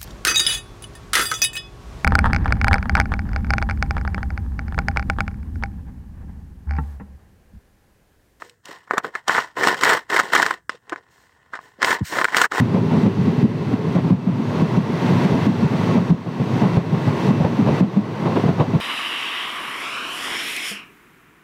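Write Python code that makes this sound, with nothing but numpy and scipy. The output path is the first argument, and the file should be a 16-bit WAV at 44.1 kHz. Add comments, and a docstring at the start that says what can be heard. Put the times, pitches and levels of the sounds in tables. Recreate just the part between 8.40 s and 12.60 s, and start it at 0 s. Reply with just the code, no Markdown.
"""Outdoors in a quiet yard, close by: a hand stone grinds dry grain on a stone slab.
Small nudges grow into strong strokes, the work nearly falls silent, then strong strokes return.
Tiny random fractures ring stone, slab and husks as rasp, rumble and crunch; whole kernels crack on top.
Loose grain hisses, the stone bumps the slab, and two dull thumps sink in pitch.
Near reflections, a faint echo, still air and at first a far tone place it in the yard."""
import sys
import numpy as np
from scipy import signal
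from scipy.fft import rfft, irfft
from scipy.io import wavfile
from scipy.ndimage import uniform_filter1d

SR = 44100
rng = np.random.default_rng(int(sys.argv[2]) if len(sys.argv) > 2 else 0)


def digitize_waveform(pressure):
    """Quantize a signal to 16-bit integers and store it at the path in sys.argv[1].

    Rows of a 2-D input are taken as channels; values are limited to [-1, 1].
    """
    field = np.atleast_2d(pressure).T
    bounded = np.clip(field, -1, 1)
    quanta = np.round(bounded * 32767).astype(np.int16)
    wavfile.write(sys.argv[1], SR, quanta)


N = 185308

# colour of the slab's ring, relative: [f/Hz, level/dB]
SLAB_COLOUR = [(25, -38), (60, -26), (110, -17), (170, -10.5), (250, -9), (330, -2), (390, 3), (490, 5.5),
               (580, -1), (800, -24.5), (1400, -55)]
# colour of the splitting husks, relative: [f/Hz, level/dB]
HUSK_COLOUR = [(1700, -10), (2500, -0.5), (3200, 4), (4200, -3.5), (5100, -3), (6500, -10), (7900, -8),
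               (8800, -15), (9600, -21.5), (12000, -28), (14200, -20), (16000, -30)]


def from_db(db):
    """Decibels to gain."""
    return 10 ** (np.asarray(db) / 20)


def rms_one(x):
    """Scale to an rms of 1."""
    return x / np.sqrt(np.mean(x ** 2) + 1e-20)


def drift(rate_hz):
    """Smooth random wandering with an rms of 1: noise through two equal one-pole lowpasses."""
    r = np.exp(-2 * np.pi * rate_hz / SR)
    noise = rng.standard_normal(N + SR)
    # the first second lets the filter settle
    return rms_one(signal.lfilter([1], [1, -2 * r, r * r], noise)[SR:])


def envelope_db(start_s, end_s, attack_s, release_s):
    """Attack, hold and release in dB; attack and release times are for 60 dB."""
    t = np.arange(N) / SR
    before = np.maximum(start_s - t, 0) / attack_s
    after = np.maximum(t - end_s, 0) / release_s
    return -60 * (before + after)


def resonance(force, hz, width_hz):
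    """One damped mode, scaled to an rms of 1."""
    r = np.exp(-np.pi * width_hz / SR)
    poles = [1, -2 * r * np.cos(2 * np.pi * hz / SR), r * r]
    return rms_one(signal.lfilter([1, 0, -1], poles, force))


def body(force, colour, size=4096):
    """Ring a heavily damped body of the given colour: minimum phase, with unit energy."""
    hz, level_db = np.transpose(colour)
    grid_hz = np.maximum(np.arange(size // 2 + 1) * SR / size, 1)
    grid_db = np.interp(np.log(grid_hz), np.log(hz), level_db)
    # folding the cepstrum forward makes the response causal
    cepstrum = irfft(np.log(from_db(grid_db)))
    cepstrum[1:size // 2] *= 2
    cepstrum[size // 2 + 1:] = 0
    response = irfft(np.exp(rfft(cepstrum)))
    return signal.fftconvolve(force, response / np.linalg.norm(response))[:len(force)]


def stroke_levels():
    """The stone bites, is loaded unevenly and runs out: rasp, rumble and crunch in dB."""
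    # moves of the hand stone, from nudges to full strokes; bite and die-away times are for 60 dB:
    # [start t/s, crest t/s, end t/s, crest rasp level/dB, bite t/s, die-away t/s,
    #  slab rumble relative to rasp level/dB, husk crunch relative to rasp level/dB]
    strokes = [(0.0, 0.024, 0.031, -49.5, 0.032, 0.35, 0.5, -8.5),
               (0.258, 0.327, 0.32, -38, 0.057, 0.31, -9, -9.5),
               (0.505, 0.53, 0.57, -32.5, 0.042, 0.13, -5.5, -23),
               (0.641, 0.638, 0.67, -32, 0.05, 0.12, 0.5, -13.5),
               (0.748, 0.738, 0.79, -34.5, 0.064, 0.098, -22, -16),
               (0.879, 0.946, 1.01, -19.5, 0.037, 0.21, -15.5, -11),
               (1.171, 1.277, 1.321, -17, 0.036, 0.16, -4, -12.5),
               (1.37, 1.388, 1.39, -31, .06, 0.1, -6, -7.5),
               (1.419, 1.484, 1.57, -14.5, 0.058, 0.13, -9, -13),
               (1.701, 1.763, 1.808, -18, 0.034, 0.069, -7.5, -14),
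               (1.83, 1.816, 1.95, -29.5, 0.056, 0.1, -5, -10),
               (1.928, 1.968, 2.133, -17, 0.048, 0.14, -9, -11),
               (2.303, 2.322, 2.35, -45.5, .01, 0.12, -5.5, -4),
               (2.492, 2.538, 2.6, -42.5, 0.085, 0.049, -5, -16),
               (2.67, 2.86, 2.8, -57.5, .3, 0.65, -6, -18),
               (3.133, 3.14, 3.172, -37, 0.041, 0.074, -21, -14),
               (3.202, 3.254, 3.26, -49, .05, 0.25, -7, -13),
               (3.415, 3.499, 3.543, -17.5, 0.049, 0.19, -11, -13),
               (3.727, 3.794, 3.82, -20.5, 0.12, 0.12, -4.5, -13),
               (3.877, 3.888, 3.9, -33.5, 0.068, 0.1, -14, -10.5),
               (3.923, 4.01, 4.055, -18.5, 0.095, 0.037, -10, -13.5),
               (4.118, 4.203, 4.2, -19.5, 0.033, 0.1, -7.5, -13)]
    # the stone rests on the grain and never lies quite still: [start t/s, end t/s, rasp level/dB]
    rests = [(0.42, 2.17, -61), (2.45, 3.9, -60.5)]
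    rest_fade_s, rest_rumble_db, rest_crunch_db = 0.22, -7.5, -10.5
    # the load rises towards a crest or falls away from it, down to the stone's own weight;
    # a crest outside the move leaves one slope
    lean_db_per_s, sag_limit_db = 90, 14.5

    t = np.arange(N) / SR
    moves = []
    for start_s, end_s, rest_db in rests:
        level_db = rest_db + envelope_db(start_s, end_s, rest_fade_s, rest_fade_s)
        moves.append((level_db, rest_rumble_db, rest_crunch_db))
    for start_s, crest_s, end_s, crest_db, bite_s, release_s, rumble_db, crunch_db in strokes:
        from_crest_s = np.abs(np.clip(t, start_s, end_s) - crest_s)
        sag_db = np.minimum(lean_db_per_s * from_crest_s, sag_limit_db)
        level_db = crest_db - sag_db + envelope_db(start_s, end_s, bite_s, release_s)
        moves.append((level_db, rumble_db, crunch_db))

    # overlapping moves add up in power
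    power = np.full((3, N), 1e-10)
    for level_db, rumble_db, crunch_db in moves:
        heard = level_db > -100
        part_db = np.array([[0], [rumble_db], [crunch_db]])
        power[:, heard] += from_db(level_db[heard] + part_db) ** 2
    return 10 * np.log10(power)


def fractures(per_s, spread_db):
    """Random clicks of either sign, many small and a few large, scaled to an rms of 1."""
    sizes = from_db(spread_db * np.minimum(rng.exponential(1, N), 4))
    signs = rng.choice([-1, 1], N)
    return rms_one(sizes * signs * (rng.random(N) < per_s / SR))


def steady_hand(force, span_s):
    """The arm keeps the mean load even, while the quick judder stays."""
    mean_power = uniform_filter1d(force ** 2, int(span_s * SR))
    return force / np.sqrt(mean_power + 1e-9)


def grinding(rasp_db, rumble_db, crunch_db, judder_db, judder_hz, powder_share, crumb_judder,
             rolling_share):
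    """The stone catches and slips on the grain; the same fractures shake stone, slab and husks."""
    # colour of the hand stone's rasp, relative: [f/Hz, level/dB]
    stone_colour = [(420, -51), (600, -6), (730, -1), (850, -1), (1000, 4.5), (1250, -8), (1460, -1.5),
                    (1620, -6.5), (1840, 6), (2030, 1), (2250, -15), (2600, -32), (3300, -50)]
    slips_db = judder_db * drift(judder_hz)
    coarse = fractures(per_s=2000, spread_db=3.0)
    powder = fractures(per_s=17000, spread_db=3.0)
    force = steady_hand(from_db(slips_db) * coarse, span_s=0.038)
    crumbs = from_db(crumb_judder * slips_db) * (coarse + powder_share * powder)
    crumbs = steady_hand(crumbs, span_s=0.056)
    # riding over unbroken kernels shakes the slab as well
    rolling = rms_one(force + rolling_share * rng.standard_normal(N))
    rasp = body(force * from_db(rasp_db), stone_colour)
    rumble = body(rolling * from_db(rumble_db), SLAB_COLOUR)
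    crunch = body(crumbs * from_db(crunch_db), HUSK_COLOUR)
    return rasp + rumble + crunch


def shifting_contact(x, patchy_db, shift_hz, count=9):
    """The touching points keep moving, so each band of the ring comes and goes on its own."""
    out, rest = 0, x
    for edge_hz in np.geomspace(400, 10000, count):
        lowpass = signal.butter(3, edge_hz, fs=SR, output="sos")
        band = signal.sosfiltfilt(lowpass, rest)
        out = out + band * from_db(patchy_db * drift(shift_hz))
        rest = rest - band
    # roughly offset the mean power that the swings add
    return (out + rest) * from_db(-patchy_db ** 2 / 10)


def lesser_cracks(rasp_db, count=300):
    """More kernels burst at random while the stone bears down, as loud as the load allows."""
    kernels_per_s, breaking_load_db = 35, -29   # none breaks under a lighter rasp
    knock_rel_db, snap_rel_db, spread_db = -4, -17, 0.5   # relative to the rasp
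    middle_hz, crumble_s = 1500, 0.0029
    chance = rng.random((count, 1))
    spread = rng.standard_normal((count, 3))
    # one chance to break in each time slot
    times_s = (np.arange(count) + chance[:, 0]) / kernels_per_s
    loads_db = np.interp(times_s * SR, np.arange(N), rasp_db, right=-np.inf)
    kernels = []
    for s, load_db, (a, b, c) in zip(times_s, loads_db, spread):
        if load_db > breaking_load_db:
            knock_db = load_db + knock_rel_db + spread_db * a
            snap_db = load_db + snap_rel_db + spread_db * b
            kernels.append((s, knock_db, snap_db, middle_hz * np.exp(0.23 * c), crumble_s))
    return kernels


def cracks(rasp_db, width_hz, edge_hz, pieces_per_s, piece_size, slab_db, burst_s, husk_ring, soft_hz,
           size=2048):
    """A kernel gives way at once, then its pieces break within a few milliseconds."""
    # single kernels that burst under the stone, faint to loud:
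    # [t/s, knock level/dB, snap level/dB, knock f/Hz, crumbling time scale t/s]
    single_kernels = [(0.021, -28, -52, 1100, 0.002), (0.096, -60, -47.5, 1860, 0.0017),
                      (0.2554, -62, -40, 1210, 0.0012), (0.475, -43, -64, 1010, 0.0035),
                      (0.5097, -11.5, -44, 1000, 0.00033), (0.535, -21, -40, 1240, .0055),
                      (0.571, -16, -43, 884, 0.012), (0.58, -13, -24, 1440, .0023),
                      (0.645, -21.5, -48, 1240, .004), (0.752, -17.5, -35.5, 1530, 0.0033),
                      (0.881, -17, -19.5, 930, 0.0025), (0.894, -9.5, -32, 960, 0.0021),
                      (0.95, -17.5, -47, 1400, 0.00092), (0.959, -17, -33, 1380, 0.0066),
                      (0.98, -9, -41, 1148, 0.0062), (1.17, -23, -62, 670, 0.0025),
                      (1.183, -24, -38, 997, 0.0022), (1.2335, -10, -24.5, 1800, 0.0065),
                      (1.272, -12.5, -20, 790, .0023), (1.283, -19, -22, 1500, 0.0021),
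                      (1.344, -20.5, -35, 1940, 0.0017), (1.411, -23, -28, 1520, 0.0011),
                      (1.435, -9, -17.5, 2000, 0.0021), (1.447, -21, -22, 1740, 0.0028),
                      (1.4753, -12, -36, 1820, 0.0028), (1.492, -8, -18.5, 1740, 0.0098),
                      (1.532, -13, -22, 1430, 0.0047), (1.7637, -10, -26.5, 1710, 0.0019),
                      (1.7906, -11, -27, 1500, 0.0038), (1.7987, -9.5, -24.5, 1602, 0.0007),
                      (1.934, -12, -24, 1380, 0.0012), (1.951, -10, -17, 1120, 0.0015),
                      (1.963, -10, -45, 1870, 0.0015), (2.0205, -18, -23, 1670, 0.00094),
                      (2.0274, -10.5, -22.5, 1700, 0.0016), (2.0637, -15, -25.5, 1420, 0.00082),
                      (2.1085, -13, -29.5, 1310, 0.0017), (2.2943, -17, -27.5, 1500, 0.0021),
                      (2.4955, -36.5, -34.5, 1176, 0.001), (2.522, -20, -43.5, 845, 0.0067),
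                      (2.53, -27, -43, 1320, 0.00051), (2.56, -29, -49.5, 1742, 0.0013),
                      (3.1346, -23, -44.5, 1550, 0.0067), (3.153, -28.5, -39.5, 1400, 0.0055),
                      (3.19, -31, -58.5, 910, 0.0014), (3.419, -19, -26.5, 1410, 0.0005),
                      (3.428, -9.5, -19, 1600, 0.0014), (3.446, -11.5, -16.5, 1832, 0.00088),
                      (3.5057, -12, -21.5, 1760, 0.0071), (3.7857, -12.5, -28, 1430, 0.0035),
                      (3.814, -15, -31, 1370, 0.00089), (3.844, -11, -21.5, 1800, 0.0015),
                      (3.852, -10.5, -33, 1750, 0.0011), (3.884, -22, -41, 1590, 0.0013),
                      (3.9455, -10, -31, 1760, .0025), (3.9676, -10.5, -14.5, 1720, 0.0033),
                      (3.9826, -13.5, -25, 1590, .0013), (4.0155, -10, -15.5, 1260, 0.0021),
                      (4.042, -9.5, -36, 1541, 0.0067), (4.12, -18.5, -35, 1230, .0015)]
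    out = np.zeros(N + size)
    t = np.arange(size) / SR
    stone_edge = signal.butter(8, edge_hz, fs=SR, output="sos")
    for s, knock_db, snap_db, hz, crumble_s in single_kernels + lesser_cracks(rasp_db):
        crumble_s = max(crumble_s, 1e-4)
        fading = np.exp(-(t / (1.94 * crumble_s)) ** 2)
        pieces = rng.standard_normal(size) * (rng.random(size) < pieces_per_s / SR)
        force = piece_size * pieces * fading
        force[0] = rng.choice([-1, 1])
        # the stone answers with a short knock, damped by hand and grain
        knock = rms_one(signal.sosfilt(stone_edge, resonance(force, hz, width_hz)))
        # the slab booms briefly underneath
        boom = resonance(resonance(force, 400, 260), 420, 300)
        knock = knock + from_db(slab_db) * boom
        # every husk splits with a shrill note of its own
        splinters = force + 0.25 * rng.standard_normal(size) * np.exp(-t / (crumble_s + 0.0023))
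        shrill = resonance(splinters, rng.uniform(3000, 7710), 420)
        snap = rms_one(body(splinters, HUSK_COLOUR)) + husk_ring * shrill
        # a kernel that is squashed rather than shattered lacks the highest treble
        top_hz = np.clip(soft_hz * from_db(0.23 * (snap_db - knock_db)), 3000, .45 * SR)
        snap = rms_one(signal.sosfilt(signal.butter(2, top_hz, fs=SR, output="sos"), snap))
        # the levels hold for the short burst that carries the energy
        burst = from_db(knock_db) * knock + from_db(snap_db) * snap
        at = max(round(s * SR), 0)
        out[at:at + size] += burst * np.sqrt(burst_s * SR / size)
    return out[:N]


def brittle(x, shelf_hz):
    """Drier husks splinter with more top treble: a high shelf whose lift moves over time."""
    # lift of the top treble of crunch and cracks: [t/s, level/dB]
    brittleness = [(0, 9), (.9, 2), (1.3, 4.5), (1.75, 6.5), (2.15, 3.5), (2.6, -35.5), (3.5, -5),
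                   (4.0, 3.5)]
    s, db = np.transpose(brittleness)
    lift_db = np.interp(np.arange(N) / SR, s, db)
    top = signal.sosfilt(signal.butter(1, shelf_hz, "high", fs=SR, output="sos"), x)
    return x + (from_db(lift_db) - 1) * top


def sliding_grain(attack_s):
    """Loose kernels pushed over the slab tick against each other in a thin, bright hiss."""
    # pushes of loose grain, die-away time for 60 dB: [start t/s, end t/s, level/dB, die-away t/s]
    sweeps = [(0, 0.07, -59, 0.3), (2.71, 2.823, -62, 0.67), (3.213, 3.273, -60, 0.34),
              (3.452, 3.542, -32, 0.08), (3.653, 3.788, -36.5, 0.39), (3.963, 4.055, -30, 0.017),
              (4.155, 4.2, -40.5, 0.085)]
    # colour of the ticking kernels, relative: [f/Hz, level/dB]
    grain_colour = [(900, -12), (1900, 10), (2500, -0.5), (3500, 1.5), (6500, -0.5), (8000, 0.5),
                    (10500, -13.5), (14500, -7.5), (16000, -10)]
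    levels_db = [db + envelope_db(start_s, end_s, attack_s, release_s)
                 for start_s, end_s, db, release_s in sweeps]
    ticks = fractures(per_s=16000, spread_db=4.0)
    return body(ticks * from_db(np.max(levels_db, axis=0)), grain_colour)


def bumps():
    """The stone rocks onto the slab: short noise blows, cushioned by grain, ring only the slab."""
    # moments of rocking: [t/s, level/dB]
    blows = [(0.29, -36.5), (0.535, -23), (0.998, -32.5), (1.269, -18.5), (2.343, -43.5), (3.386, -35.5),
             (3.433, -23)]
    blow_s = 0.0044   # length of the hold, and attack time for 60 dB
    levels_db = [db + envelope_db(s, s + blow_s, blow_s, 10 * blow_s) for s, db in blows]
    return body(rng.standard_normal(N) * from_db(np.max(levels_db, axis=0)), SLAB_COLOUR)


def thumps():
    """Soft, heavy bumps whose pitch sinks as they swell and die."""
    # dull thumps: [t/s, level/dB, first f/Hz, last f/Hz, glide time constant t/s, swell t/s]
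    heavy_blows = [(2.521, -22.5, 349, 297, 0.011, 0.0062), (3.607, -14.5, 404, 72, 0.00756, 0.014)]
    out = np.zeros(N)
    for s, level_db, first_hz, last_hz, glide_s, swell_s in heavy_blows:
        t = np.maximum(np.arange(N) / SR - s, 0)
        hz = last_hz + (first_hz - last_hz) * np.exp(-t / glide_s)
        swell = t / swell_s * np.exp(.5 - .5 * (t / swell_s) ** 2)
        phase = 2 * np.pi * np.cumsum(hz * (t > 0)) / SR
        # the blow is lopsided, which adds the octave
        octave = 0.57 * np.sin(2 * phase) * (1 - np.exp(-t / swell_s))
        out += from_db(level_db) * swell * (np.sin(phase) + octave)
    return out


def near_reflections(x):
    """Copies off slab and ground that arrive within milliseconds ripple the timbre."""
    # very near reflections: [delay t/s, share of the direct sound (signed gain)]
    reflections = [(.00073, 0.21), (.00205, -0.1), (.0034, 0.064)]
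    n = np.arange(N)
    copies = [share * np.interp(n - round(delay_s * SR), n, x, left=0)
              for delay_s, share in reflections]
    return x + sum(copies)


def yard_echo(x, t60, dull_hz, wet_db):
    """Ground and a stick fence scatter a faint, dull tail: decaying, lowpassed noise."""
    t = np.arange(SR // 2) / SR
    tail = rng.standard_normal(len(t)) * from_db(-60 * t / t60) * (1 - np.exp(-t / .004))
    tail = signal.sosfilt(signal.butter(2, dull_hz, fs=SR, output="sos"), tail)
    return from_db(wet_db) * signal.fftconvolve(x, tail / np.linalg.norm(tail))[:N]


def yard():
    """Still air as coloured noise, and a faint, wavering far tone that holds, then dies away."""
    # colour of the still air, relative: [f/Hz, level/dB]
    air_colour = [(20, -13.5), (60, 11), (110, 13.5), (200, 7), (470, -4), (700, -18), (1800, -2),
                  (2500, -33), (8000, -14.5), (11000, -25.5), (16000, -20.5)]
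    air_db, tone_db, tone_hz = -65, -59.5, 480
    tone_end_s, tone_fade_s = .11, .25   # the fade time is for 60 dB
    level_db = tone_db + envelope_db(0, tone_end_s, 1, tone_fade_s)
    phase = 2 * np.pi * np.cumsum(tone_hz + 3 * drift(8.7)) / SR
    air = from_db(air_db) * body(rng.standard_normal(N), air_colour)
    return air + from_db(level_db) * np.sin(phase)


def scene():
    """The grinding stone in a quiet yard."""
    rasp_db, rumble_db, crunch_db = stroke_levels()
    rubbing = grinding(rasp_db, rumble_db, crunch_db, judder_db=2.5, judder_hz=109,
                       powder_share=1.3, crumb_judder=1.0, rolling_share=0.63)
    rubbing = shifting_contact(rubbing, patchy_db=1.5, shift_hz=35)
    bursts = cracks(rasp_db, width_hz=860, edge_hz=2165, pieces_per_s=1900, piece_size=0.75,
                    slab_db=-22, burst_s=0.0041, husk_ring=0.26, soft_hz=28000)
    crushed = brittle(rubbing + bursts, shelf_hz=8540)
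    close = near_reflections(crushed + sliding_grain(attack_s=0.047))
    stonework = close + bumps() + thumps()
    echo = yard_echo(stonework, t60=0.029, dull_hz=3370, wet_db=-24.5)
    return (stonework + echo + yard())[None]


def record(dry):
    """The highest peaks are rounded, the deep bass is shed and the top is cut."""
    rounded = dry / (1 + dry ** 6) ** (1 / 6)
    lean = signal.sosfilt(signal.butter(1, 40, "high", fs=SR, output="sos"), rounded)
    top_cut = signal.ellip(10, .2, 80, 15900, fs=SR, output="sos")   # steep lowpass at 15.9 kHz
    return signal.sosfilt(top_cut, lean)


dry = scene()
out = record(dry)
digitize_waveform(out)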